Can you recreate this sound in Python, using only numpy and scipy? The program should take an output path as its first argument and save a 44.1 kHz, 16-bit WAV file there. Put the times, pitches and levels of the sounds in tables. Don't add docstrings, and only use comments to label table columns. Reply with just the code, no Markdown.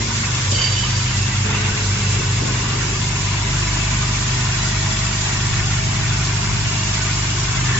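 import sys
import numpy as np
from scipy import signal
from scipy.fft import rfft, irfft, next_fast_len
from scipy.io import wavfile

SR = 44100
rng = np.random.default_rng(int(sys.argv[2]) if len(sys.argv) > 2 else 0)


def master(y):
    cut = np.clip(np.atleast_2d(y).T, -1, 1)
    pcm = np.round(cut * 32767)
    wavfile.write(sys.argv[1], SR, pcm.astype(np.int16))


N = 343539
TIME = np.arange(N) / SR
MAINS_HZ, STROKE_CREST_S = 49.97, 3.891

# frequency_hz, correlation (-1 to 1)
FIELD_CORRELATION = [(55, .999), (80, .97), (112, .65), (150, .9), (190, .995), (235, .999), (275, .985),
                     (320, .88), (400, .3), (500, -.5), (650, -.65), (800, -.1), (1100, .45), (1600, .15),
                     (2500, 0), (7500, 0)]
# frequency_hz, left_minus_right_db
FIELD_BALANCE = [(380, 0), (520, 3), (650, 8), (800, 2.5), (1000, .5), (2500, -1.3), (4500, -2.4),
                 (7500, -3.9)]
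# time_s, gain_db
FEEDER_NEARNESS = [(0, -3.5), (1.2, -6), (1.85, -2), (2.3, -0.5), (3, -2.5), (3.7, 1), (5, 1.5),
                   (7.79, 2.5)]
# mains_multiple, base_level_db, db_per_nearness_db, passing_s, passing_gain_db
HUM_HARMONICS = [(1, -31.5, 0.2, 3.8, 4), (2, -25.5, 0.2702, 1.6155, 5), (3, -33.5, 1.0, 3.1266, 5),
                 (4, -41, 0.4186, 1.3, 7), (6, -46.5, 0.5, 4.9, -5), (7, -54.5, 1.5, 5, 3.5),
                 (8, -47.5, 0.7312, 2.1, 3)]
# mains_multiple, level_db
HALF_ORDERS = [(1.5, -40.5), (2.5, -27.8)]
# mains_multiple, base_level_db
BUZZ_HARMONICS = [(11, -56.5), (14, -57), (15, -53), (16, -55.5), (18, -48), (19, -53), (20, -52),
                  (21, -58.5), (23, -47), (25, -54.5), (28, -51), (29, -60.5), (33, -49), (35, -50.5),
                  (37, -56.5), (39, -54.5), (42, -55), (45, -55), (58, -51.5)]
# time_s, level_db
PANEL_LEVELS = [(0, -46.5), (1.2, -51.5), (1.7, -50.5), (3.2, -49), (3.6, -43), (4.4, -44), (4.95, -40),
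                (5.65, -45), (5.85, -41), (6.45, -45), (6.85, -41), (7.45, -43), (7.79, -56)]
# time_s, relative_level_db
SEED_LEVELS = [(0.0, -30.5), (0.63, -29.5), (1.65, -32), (1.84, -30.5), (2.47, -31.5), (5.36, -30),
               (5.6, -31), (6.75, -31.5), (6.77, -31), (6.83, -30), (7.75, -30), (7.79, -29)]
# frequency_hz, relative_gain_db
SEED_SPECTRUM = [(1500, -12.5), (2400, -18.5), (3300, -0.5), (4400, -1.5), (5100, 1), (6400, 0.4706),
                 (7500, 4.5)]
DIN_SPECTRUM = [(350, -5), (500, -12), (680, -1), (850, -2), (1050, -2.5), (1400, -3.5), (1750, -1),
                (2300, -1.7706), (2800, 0), (3300, -8.5), (4500, -16.5), (7000, -17.5)]
RUMBLE_SPECTRUM = [(22, -4), (45, 1), (80, 4), (125, 3.5), (165, 1.5), (215, 0), (270, -5.5), (380, -5.5),
                   (480, -13.5), (700, -25)]
KNOCK_SPECTRUM = [(180, 2.5), (300, -4.5), (420, -2), (560, -5), (750, -21)]
# peak_s, half_length_s, din_gain_db, rumble_gain_db
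MACHINE_SURGES = [(0.644, 0.11, 1, -7.5), (1.581, 0.1194, 3.5, 3.5), (2.709, 0.17, 0.9636, 4),
                  (3.902, 0.63, 1, 3), (7.78, 0.18, 2, 3.5)]
# pitch_hz, width_hz, steady_ratio, closest_s, fall_3db_s, closest_level_db
CONTAINER_MODES = [(515, 72, 0.071, 0.6, 0.0998, -37.5), (529.51, 63, 0.18, 2.1, 0.6925, -45.5),
                   (2730.9, 110, 0.12, 1.711, 0.0051, -34), (388, 22, 0.33, 2.85, 0.3063, -40),
                   (998.33, 53, 0.95, 3.8685, 0.6435, -38), (1895.9, 70, 0.18, 4.95, 0.5, -37.5),
                   (795.9, 77, 0.21, 5.7, 0.2656, -44)]
# start_s, level_db, decay_s
FRAME_KNOCKS = [(0.0, -30.5, 0.1357), (0.519, -24.5, 0.04956), (1.451, -26, 0.0514), (1.545, -28, 0.03152),
                (2.13, -28.5, 0.05064), (2.195, -28, 0.03276), (2.411, -23, 0.0687), (2.49, -35, 0.05),
                (2.62, -36, 0.0617), (2.73, -30, 0.0788), (2.86, -37.5, 0.079)]
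# start_s, stop_s, pitch_hz, level_db, channel_phase_rad
DRONE_SPELLS = [(-.1, 0.26, 228, -33.5, 0), (.6, 7.9, 217, -46, 0), (1.25, 1.75, 133.2, -31.5, 0),
                (1.9, 2.06, 200, -36.5, 0), (2.42, 2.58, 208, -31.5, 0), (4.7, 5.0, 219, -36.5, 0),
                (5.45, 6.12, 115.5, -29.5, .77), (6.45, 6.78, 116, -31, .75), (7.5, 7.9, 115, -30, .8)]
# time_s, level_db
THROB_LEVELS = [(.25, -54), (.5, -22.5), (.8, -35.5), (1.15, -24), (1.55, -35.5), (1.9, -30.5),
                (2.15, -26.5), (2.55, -37.5), (2.9, -71.5)]
# start_s, level_db
SEED_SPILLS = [(0.514, -18.5), (1.17, -24.5), (1.86, -23.5), (2.09, -23), (5.21, -22.5), (6.569, -26.5),
               (6.94, -25.5), (7.141, -32.5)]
# peak_s, low_mode_db, high_mode_db
FRICTION_CATCHES = [(.528, -37, -33.5), (0.558, -28, -26), (.595, -24.5, -32), (0.623, -22.5, -22),
                    (.65, -30.5, -19), (0.677, -25.5, -23.5), (.73, -35, -26.5), (.755, -32, -36),
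                    (.775, -28.5, -36.5), (.8, -31, -31), (.84, -29.5, -39), (.92, -45.5, -33.5),
                    (.96, -39, -31), (1.0, -39.5, -33.5), (1.095, -33, -45)]
# peak_s, pitch_hz, level_db
WALL_SWELLS = [(1.2, 2727, -31), (1.6, 2692, -31.5), (2.1, 2700, -31.5), (2.6, 2780, -36),
               (6.82, 2766, -35.5), (7.3, 2836, -38)]


def from_db(db):
    return 10 ** (np.asarray(db) / 20)


def unit_rms(x):
    return x / np.sqrt(np.mean(np.abs(x) ** 2) + 1e-20)


def in_time(points):
    return np.interp(TIME, *np.transpose(points))


def at_hz(points, hz):
    points = np.array(points)
    return np.interp(np.log(hz), np.log(points[:, 0]), points[:, 1])


def pan(left_db):
    return from_db(np.array([[left_db], [-left_db]]) / 2)


def random_pan():
    angle = rng.uniform(-np.pi / 2, np.pi / 2)
    return np.array([[np.cos(angle)], [np.sin(angle)]])


def drift(corner_hz):
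    step, settling = 20, 4000
    pole = np.exp(-2 * np.pi * corner_hz * step / SR)
    noise = rng.standard_normal(N // step + settling + 2)
    slow = signal.lfilter([1], [1, -2 * pole, pole * pole], noise)[settling:]
    return np.interp(np.arange(N) / step, np.arange(len(slow)), unit_rms(slow))


def swell(peak_s, rise_s, decay_s):
    age = TIME - peak_s
    return np.exp(-(np.minimum(age, 0) / rise_s) ** 2 - np.maximum(age, 0) / decay_s)


def running(start_s, stop_s, ramp_s=0.09):
    return np.clip(.5 + np.minimum(TIME - start_s, stop_s - TIME) / ramp_s, 0, 1)


def surges_db():
    return sum(np.outer(gains_db, np.exp(-((TIME - peak_s) / half_s) ** 2))
               for peak_s, half_s, *gains_db in MACHINE_SURGES)


def sound_field(pair, spectrum):
    size = next_fast_len(N)
    hz = np.maximum(np.arange(size // 2 + 1) * SR / size, 1)
    beyond = hz / np.clip(hz, spectrum[0][0], spectrum[-1][0])
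    skirts = np.minimum(beyond, 1 / beyond) ** 3
    mid, side = rfft(pair, size) * from_db(at_hz(spectrum, hz)) * skirts
    correlation = np.clip(at_hz(FIELD_CORRELATION, hz), -.9995, .9995)
    mid, side = mid * np.sqrt(1 + correlation), side * np.sqrt(1 - correlation)
    lean = from_db(at_hz(FIELD_BALANCE, hz) / 2)
    return unit_rms(irfft(np.array([(mid + side) * lean, (mid - side) / lean]), size)[:, :N])


def resonance(hz, width_hz, steady_ratio=0.):
    def reflections():
        return .5 * (drift(width_hz) + 1j * drift(width_hz))
    carrier = np.exp(2j * np.pi * np.cumsum(hz + np.zeros(N)) / SR)
    shared = steady_ratio + reflections()
    return unit_rms(np.array([np.real(carrier * (shared + reflections())) for ear in range(2)]))


def vibrator_hum(stroke, waver_db=1.4038, passing_width_s=0.7483):
    out, near_db = np.zeros(N), in_time(FEEDER_NEARNESS)
    for multiple, level_db, follows, passing_s, gain_db in HUM_HARMONICS:
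        place_db = follows * near_db + gain_db * np.exp(-((TIME - passing_s) / passing_width_s) ** 2)
        out += from_db(level_db + place_db + waver_db * drift(3.1)) * np.cos(multiple * stroke)
    return np.sqrt(2) * out


def half_rate_feeder(stroke, waver_db=2.0, lag_rad=0.709):
    out = np.zeros(N)
    for multiple, level_db in HALF_ORDERS:
        out += from_db(level_db + waver_db * drift(1.8)) * np.cos(multiple * (stroke - lag_rad))
    return np.sqrt(2) * out


def bowl_buzz(stroke, waver_db=1.5, wander_rad=0.076):
    out = np.zeros((2, N))
    for multiple, level_db in BUZZ_HARMONICS:
        hz = multiple * MAINS_HZ
        apart_rad = np.arccos(at_hz(FIELD_CORRELATION, hz))
        phase = multiple * stroke + rng.uniform(0, 2 * np.pi) + wander_rad * drift(2.0)
        tone = np.sqrt(2) * np.cos([phase, phase + apart_rad + wander_rad * drift(0.36)])
        out += from_db(level_db + waver_db * drift(5)) * tone * pan(at_hz(FIELD_BALANCE, hz))
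    return out * from_db(in_time(FEEDER_NEARNESS))


def singing_panel(stroke, harmonic=13, waver_db=0.7084, apart_rad=2.7505):
    phase = harmonic * stroke + .15 * drift(2)
    amplitude = np.sqrt(2) * from_db(in_time(PANEL_LEVELS) + waver_db * drift(7))
    return amplitude * np.cos([phase, phase + apart_rad]) * pan(left_db=10)


def damped_mode(clicks, hz, t60_s):
    radius, angle = from_db(-60 / (t60_s * SR)), 2 * np.pi * hz / SR
    return signal.lfilter([0, np.sin(angle)], [1, -2 * radius * np.cos(angle), radius ** 2],
                          clicks + 1e-18)


def steel_tinkle(modes=130, t60_s=0.10873, hits_per_s=20, spread_db=2.6):
    out = np.zeros((2, N))
    for hz in np.linspace(850, 7450, modes) + rng.uniform(-20, 20, modes):
        hits = rng.integers(0, N, int(hits_per_s * N / SR))
        clicks = np.zeros(N)
        signs = rng.choice([-1, 1], len(hits))
        clicks[hits] = signs * from_db(spread_db * np.minimum(rng.exponential(1, len(hits)), 3))
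        out += random_pan() * damped_mode(clicks, hz, t60_s)
    return unit_rms(out)


def seed_rustle(stroke, steel, spread_db=3.0, clump_db=2.2872, steel_db=-5.0, gain_db=6.5):
    hits_per_s = 16000 * (1 + .04 * np.cos(stroke)) * from_db(clump_db * drift(25))
    sizes = from_db(spread_db * np.minimum(rng.exponential(1, (2, N)), 5))
    signs = rng.choice([-1, 1], (2, N))
    impacts = sizes * signs * (rng.random((2, N)) < hits_per_s / SR)
    rustle = unit_rms(impacts) + from_db(steel_db) * steel
    return from_db(in_time(SEED_LEVELS) + gain_db) * sound_field(rustle, SEED_SPECTRUM)


def near_reflections(pair, echo_db=-16):
    out = pair.copy()
    for delay_s in (.0027, .0049, .0083):
        for ear in range(2):
            delayed_time = TIME - delay_s * (1 + .03 * drift(1))
            out[ear] += from_db(echo_db) * np.interp(delayed_time, TIME, pair[ear])
    return unit_rms(out)


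def hall_din(stroke, steel, level_db=-27, pulse_depth=0.035, steel_db=-3.0, waver_db=0.7935):
    noise = rng.standard_normal((2, N)) * (1 + pulse_depth * np.cos(stroke))
    chatter = noise + from_db(steel_db) * steel[::-1]
    surge_db, _ = surges_db()
    gain = from_db(level_db + surge_db + waver_db * drift(12.0))
    return gain * near_reflections(sound_field(chatter, DIN_SPECTRUM))


def ringing_containers():
    out = np.zeros((2, N))
    for hz, width_hz, steady_ratio, closest_s, fall_s, level_db in CONTAINER_MODES:
        relative_distance = np.hypot(1, (TIME - closest_s) / fall_s)
        out += from_db(level_db) / relative_distance * resonance(hz, width_hz, steady_ratio)
    return out


def shifting_modes(modes=22, swing_db=3.5, level_db=-38):
    out = np.zeros((2, N))
    for hz in np.geomspace(950, 6200, modes) * rng.uniform(.97, 1.03, modes):
        phase = 2 * np.pi * np.cumsum(hz + 35 * drift(1.5)) / SR
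        freed = from_db(swing_db * np.minimum(drift(2.5), 1.7))
        out += random_pan() * freed * drift(45) * np.cos(phase + drift(30))
    return from_db(level_db) * unit_rms(out)


def frame_rumble(level_db=-31.5, crossover_hz=170):
    rumble = from_db(level_db) * sound_field(rng.standard_normal((2, N)), RUMBLE_SPECTRUM)
    bass = signal.sosfiltfilt(signal.butter(2, crossover_hz, fs=SR, output="sos"), rumble)
    _, surge_db = surges_db()
    return bass + (rumble - bass) * from_db(surge_db)


def frame_knocks(rise_s=0.0013):
    envelope = np.zeros(N)
    for start_s, level_db, decay_s in FRAME_KNOCKS:
        age = np.maximum(TIME - start_s, 0)
        envelope += from_db(level_db) * (1 - np.exp(-age / rise_s)) * np.exp(-age / decay_s)
    return envelope * sound_field(rng.standard_normal((2, N)), KNOCK_SPECTRUM)


def motor_drones(waver_db=2.5):
    out = np.zeros((2, N))
    for start_s, stop_s, hz, level_db, apart_rad in DRONE_SPELLS:
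        phase = 2 * np.pi * hz * TIME + .3 * drift(2)
        envelope = from_db(level_db + waver_db * drift(5.1)) * running(start_s, stop_s)
        out += envelope * np.cos([phase, phase + apart_rad])
    return np.sqrt(2) * out


def motor_throb(stroke, beat_hz=4.38, crest_s=0.50963, wander_rad=0.17, shake_db=-10):
    slip = 2 * np.pi * beat_hz * (TIME - crest_s) + wander_rad * drift(3.8)
    tone = np.sqrt(2) * np.cos(2 * stroke - slip)
    shake = from_db(shake_db) * resonance(hz=114.8, width_hz=14)[0]
    return from_db(in_time(THROB_LEVELS)) * (tone + shake)


def seed_spills(decay_s=0.038, hits_per_s=2500):
    envelope = sum(from_db(level_db) * (TIME > start_s) * np.exp(-np.maximum(TIME - start_s, 0) / decay_s)
                   for start_s, level_db in SEED_SPILLS)
    impacts = rng.standard_normal((2, N)) * (rng.random((2, N)) < hits_per_s / SR)
    return envelope * sound_field(impacts, SEED_SPECTRUM)


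def catch_envelopes(decay_s, rise_s=0.01364):
    strengths = from_db(np.array(FRICTION_CATCHES)[:, 1:].T)
    shapes = np.array([swell(peak_s, rise_s, decay_s) for peak_s, _, _ in FRICTION_CATCHES])
    return np.sqrt(strengths ** 2 @ shapes ** 2)


def metal_squeals(low_hz=3020.7, high_hz=4658.9, sharp_hz=44.905, waver_hz=18, tail_db=-16.5):
    direct, held = catch_envelopes(decay_s=0.01625), catch_envelopes(decay_s=0.25)
    low, high = np.hypot(direct, from_db(tail_db) * held)
    pressure = 1 - running(start_s=0.68, stop_s=np.inf)
    pressed_hz = low_hz + pressure * (sharp_hz + waver_hz * drift(25))
    tones = low * resonance(pressed_hz, width_hz=60, steady_ratio=1.6)
    tones += high * resonance(high_hz, width_hz=40, steady_ratio=3.2)
    rasp = from_db(-2.5) * direct[0] * resonance(hz=2946.4, width_hz=170)
    rasp += from_db(-9) * direct[1] * resonance(hz=4730, width_hz=110)
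    scrape = from_db(-15) * held[0] * resonance(hz=3565.7, width_hz=450)
    return (tones + rasp + scrape) * pan(left_db=-7.0)


def bowl_swells(rise_s=0.087, decay_s=0.14):
    return sum(from_db(level_db) * swell(peak_s, rise_s, decay_s)
               * resonance(hz, width_hz=100, steady_ratio=.3) for peak_s, hz, level_db in WALL_SWELLS)


def motor_whir(start_s=1.45, stop_s=2.3412, level_db=-42.5, kick_db=6, kick_s=0.27):
    run_up_db = kick_db * np.exp(-np.maximum(TIME - start_s, 0) / kick_s)
    envelope = from_db(level_db + run_up_db) * running(start_s, stop_s)
    return envelope * resonance(hz=430, width_hz=12, steady_ratio=3)


def steel_squeak(pitch_hz=1765, tone_db=-29.5, rasp_db=-25.5, slip_s=7.75, sag_hz_per_s=3800):
    tone = resonance(pitch_hz, width_hz=60, steady_ratio=1.1)
    tone *= swell(peak_s=7.745, rise_s=0.09375, decay_s=0.02575)
    falling_hz = pitch_hz - sag_hz_per_s * (TIME - slip_s)
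    rasp = resonance(falling_hz, width_hz=150, steady_ratio=.6)
    rasp *= swell(slip_s, rise_s=0.02284, decay_s=0.03786)
    return from_db(tone_db) * tone + from_db(rasp_db) * rasp


def scene():
    stroke = 2 * np.pi * MAINS_HZ * (TIME - STROKE_CREST_S)
    steel = steel_tinkle()
    return (vibrator_hum(stroke) + half_rate_feeder(stroke) + bowl_buzz(stroke) + singing_panel(stroke)
            + seed_rustle(stroke, steel) + hall_din(stroke, steel) + ringing_containers()
            + shifting_modes() + bowl_swells() + seed_spills() + frame_rumble() + frame_knocks()
            + motor_throb(stroke) + motor_drones() + motor_whir() + metal_squeals() + steel_squeak())


def record(dry, cutoff_hz=7580):
    return signal.sosfilt(signal.ellip(14, .2, 90, cutoff_hz, fs=SR, output="sos"), dry)


dry = scene()
out = record(dry)
master(out)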